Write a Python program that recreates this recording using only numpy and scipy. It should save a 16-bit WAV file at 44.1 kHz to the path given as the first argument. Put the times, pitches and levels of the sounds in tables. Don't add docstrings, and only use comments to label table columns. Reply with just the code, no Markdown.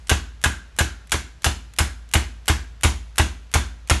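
import sys
import numpy as np
from scipy import signal
from scipy.io import wavfile

SR = 44100
rng = np.random.default_rng(int(sys.argv[2]) if len(sys.argv) > 2 else 0)


def transcribe(u):
    v = np.clip(np.atleast_2d(u).T, -1, 1)
    q = np.round(v * 32767).astype(np.int16)
    wavfile.write(sys.argv[1], SR, q)


N = 176400
T = np.arange(SR) / SR


def amp(db):
    return 10 ** (np.asarray(db) / 20)


def value_at(points, hz):
    freqs, values = np.transpose(points)
    return np.interp(np.log(hz + 1), np.log(freqs), values)


def unit(x):
    return x / np.sqrt(np.sum(x ** 2) + 1e-20)


def add(mix, start_s, sound):
    at = round(start_s * SR)
    sound = sound[max(-at, 0):]
    part = mix[max(at, 0):][:len(sound)]
    part += sound[:len(part)]


def colour(x, points, size=4096):
    hz = abs(np.fft.fftfreq(size, 1 / SR))
    log_gain = np.log(amp(value_at(points, hz)))
    impulse = np.fft.ifft(np.exp(np.conj(signal.hilbert(log_gain)))).real
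    return signal.fftconvolve(x, impulse[:size // 2])[:len(x)]


def highpass(x, hz):
    return signal.lfilter(*signal.butter(1, hz, "high", fs=SR), x)


def ring(modes, spread_db=0, detune=0):
    chance = rng.standard_normal((len(modes), 2))
    out = np.zeros(len(T))
    for (hz, db, t60), (louder, sharper) in zip(modes, chance):
        envelope = amp(db + spread_db * louder - 60 * T / t60)
        out += envelope * np.sin(2 * np.pi * hz * (1 + detune * sharper) * T)
    return out


def burst(envelope):
    return unit(envelope * rng.standard_normal(len(envelope)))


# (frequency [Hz], relative level [dB])
AIR_COLOUR = [(25, 6), (60, 12.5), (130, 3), (300, -11.5), (600, -12.5), (1600, -14.5), (4000, -19),
              (7000, -26), (11500, -44)]


def shop_air(rms_db=-49):
    return amp(rms_db) * np.sqrt(N) * unit(colour(rng.standard_normal(N), AIR_COLOUR))


# (frequency [Hz], t60 [s])
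ROOM_DECAY = [(150, .5), (500, 0.2878), (1600, 0.2925), (3500, 0.3228), (7000, 0.2931), (11500, 0.2142)]
# (frequency [Hz], level [dB])
WALL_COLOUR = [(60, -1.5), (150, 0), (340, 1.5), (500, -5), (800, 1), (1500, 1), (2600, 0.5), (4800, -6.5),
               (6400, -4.5), (7150, -3.5), (7700, -7.5), (11000, -8.5), (12500, -13)]


def room_answer(walls, change_rad=0.8, late_db=-32, late_t60_s=1.12):
    paths = np.cos(change_rad) * walls + np.sin(change_rad) * rng.standard_normal(len(T))
    hz, t, bands = signal.stft(paths, SR, nperseg=256)
    early = amp(-60 * t / value_at(ROOM_DECAY, hz)[:, None])
    late = amp(late_db - 60 * t / late_t60_s)
    reflections = signal.istft(bands * (early + late), SR)[1]
    return amp(16) * colour(unit(reflections), WALL_COLOUR)


def tick(fade_s=0.0041):
    return highpass(crack_colour(burst(np.exp(-T / fade_s))), hz=1500)


# (time [s], level [dB])
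FINGER_TICKS = [(1.072, -37), (1.7368, -31.5), (2.09, -38)]


def add_finger_ticks(mix):
    for start_s, db in FINGER_TICKS:
        add(mix, start_s, amp(db) * tick())


# (time before the tap [s], level relative to the crack [dB])
LEAD_TICKS = [(.0235, -28.5), (.011, -30)]


def add_lead_ticks(mix, tap_s, crack_db):
    for lead_s, db in LEAD_TICKS:
        add(mix, tap_s - lead_s, amp(crack_db + db) * tick())


# (frequency [Hz], level [dB], t60 [s])
DESK_MODES = [(54, -14, 0.15), (56.07, -16, 1.28), (73.47, -4.5, 0.36), (81.5, 0.5, 0.12),
              (111.3, -11.5, 0.2), (187.4, -17, 0.23), (235.8, -31, 0.3), (326.4, -18, 0.17)]


def desk_boom(rise_s=0.0035):
    return amp(-8.5) * ring(DESK_MODES) * (1 - np.exp(-T / rise_s))


# (frequency [Hz], level [dB])
KNOCK_COLOUR = [(60, -19), (130, -6.5), (340, 4.5), (490, -0.5), (640, 2.5), (900, 3), (1500, -2),
                (3400, -2.5), (4800, -18), (11500, -25.5)]
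KNOCK_RISE_S, KNOCK_FADE_S = 0.003, 0.01


def desk_knock():
    rise = np.minimum(T / KNOCK_RISE_S, 1)
    fade = np.exp(-np.maximum(T - KNOCK_RISE_S, 0) / KNOCK_FADE_S)
    return amp(17) * colour(burst(rise * fade), KNOCK_COLOUR)


# (frequency [Hz], level [dB], t60 [s])
GLASSY_MODES = [(1395, -6.5, 0.61), (1470, 0.5, 0.39), (1533, -2.5, 0.47), (1573, 1.5, 0.45),
                (1647, 3.5, 0.4), (1630, -19, 0.92), (1670, -0.5, .35), (1810, -10, 0.57)]


def glassy_ring(flutter_depth=1.27, flutter_hz=45, scatter_s=0.00299, strike_s=0.007):
    cluster = np.zeros(len(T))
    for mode in GLASSY_MODES:
        flutter = signal.lfilter(*signal.butter(2, flutter_hz, fs=SR), rng.standard_normal(len(T)))
        waver = (1 + flutter_depth * unit(flutter) * np.sqrt(len(T))) / np.hypot(1, flutter_depth)
        add(cluster, scatter_s * rng.random(), waver * ring([mode], detune=0.00285))
    strike = 1 + amp(12.5) * np.exp(-T / strike_s)
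    return amp(-30.5) * cluster * strike


def glass_spot(x, spread_db=2, step_hz=140.8, count=100):
    hz = np.arange(1, count + 1) * step_hz
    db = spread_db * np.sqrt(3) * rng.uniform(-1.1, 1, count)
    db *= np.minimum(hz / 2000, 1)
    return colour(x, np.column_stack([hz, db]))


# (frequency [Hz], level [dB])
CRACK_COLOUR = [(100, 3.5), (300, -15.5), (500, -7.5), (850, -3), (1080, -0.5), (1600, 0), (3000, 1),
                (4800, -5), (7000, -2), (11500, -6.5)]


def crack_colour(contact):
    return amp(17) * colour(contact, CRACK_COLOUR)


# (time after the tap [s], level [dB], fade time [s])
CHATTER = [(0, -4.5, 0.00081), (.001, -1.5, 0.0011), (.0028, -4, 0.0013), (.005, 0, 0.0021),
           (0.0099, -13.5, 0.0031)]
# (frequency [Hz], level [dB], t60 [s])
BODY_MODES = [(892, -6.5, 0.029), (1480, -9.5, 0.09), (1610, -11, 0.069), (2120, -8.5, .04),
              (2880, 2, .045), (3460, -6.5, 0.017), (7100, -9.5, .08), (8480, -6.5, 0.053)]


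def screen_crack(body_db, timing_jitter=0.12):
    hits = np.zeros(len(T))
    for after_s, db, fade_s in CHATTER:
        later, _ = rng.standard_normal(2)
        add(hits, after_s * (1 + timing_jitter * later), amp(db) * burst(np.exp(-T / fade_s)))
    body = amp(body_db - 16.5) * ring(BODY_MODES, spread_db=2, detune=0.0019)
    return crack_colour(unit(hits)) + body


# (time [s], crack [dB],
# treble [dB], body ring [dB], knock [dB], boom [dB], delay to the desk [s], glassy ring [dB])
SCREEN_TAPS = [(-.25, -3, 6, 12, -2, -3, 0.012, -16), (.0946, 0.5, -2.5, -10, 1, -1, 0.018, -4.5),
               (0.439, -1.5, 0, -3, -2.5, -5, 0.018, -1), (0.7876, -2, 0, 4, -1.5, -3.5, 0.018, -3),
               (1.119, -2.5, 1.5, -3, -4, -8.5, 0.021, -8.5), (1.4439, -1, 2, -7, -1.5, -3.5, 0.018, -15),
               (1.7866, -2.5, 3, -1.5, -3, -2.5, 0.016, -6.5), (2.1371, -0.5, 0, -2.5, 0, 0, 0.016, -8.5),
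               (2.4807, -2, -0.5, 0.5, 0.5, -0.5, .016, -6), (2.8338, -0.5, 0.5, 1, 2, 1.5, 0.013, -31),
               (3.1814, -0.5, -1, -3.5, 1.5, 0.5, 0.015, -8), (3.539, -1.5, 0, -7, -0.5, -0.5, .014, -7),
               (3.8978, 0, -0.5, -1.5, 0.5, 0.5, 0.012, -29)]


def scene():
    mix = shop_air()
    walls = rng.standard_normal(len(T))
    for tap_s, crack_db, treble_db, body_db, knock_db, boom_db, delay_s, ring_db in SCREEN_TAPS:
        blow = amp(crack_db) * screen_crack(body_db)
        add(blow, delay_s - KNOCK_RISE_S / 2, amp(knock_db) * desk_knock())
        add(blow, 0.009, amp((crack_db + knock_db) / 2) * room_answer(walls))
        blow += (amp(treble_db) - 1) * highpass(blow, hz=4530)
        add(mix, tap_s, glass_spot(blow))
        add(mix, tap_s + 0.00202, amp(ring_db) * glassy_ring())
        add(mix, tap_s + delay_s + 0.0009, amp(boom_db) * desk_boom())
        add_lead_ticks(mix, tap_s, crack_db)
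    add_finger_ticks(mix)
    return mix[None]


def record(dry, low_cut_hz=39, ceiling_db=1, top_hz=12050):
    trimmed = signal.lfilter(*signal.butter(2, low_cut_hz, "high", fs=SR), dry)
    rounded = amp(ceiling_db) * np.tanh(trimmed / amp(ceiling_db))
    band_limit = signal.firwin(121, top_hz, window=("kaiser", 8), fs=SR)
    return signal.oaconvolve(rounded, band_limit[None], "same")


dry = scene()
out = record(dry)
transcribe(out)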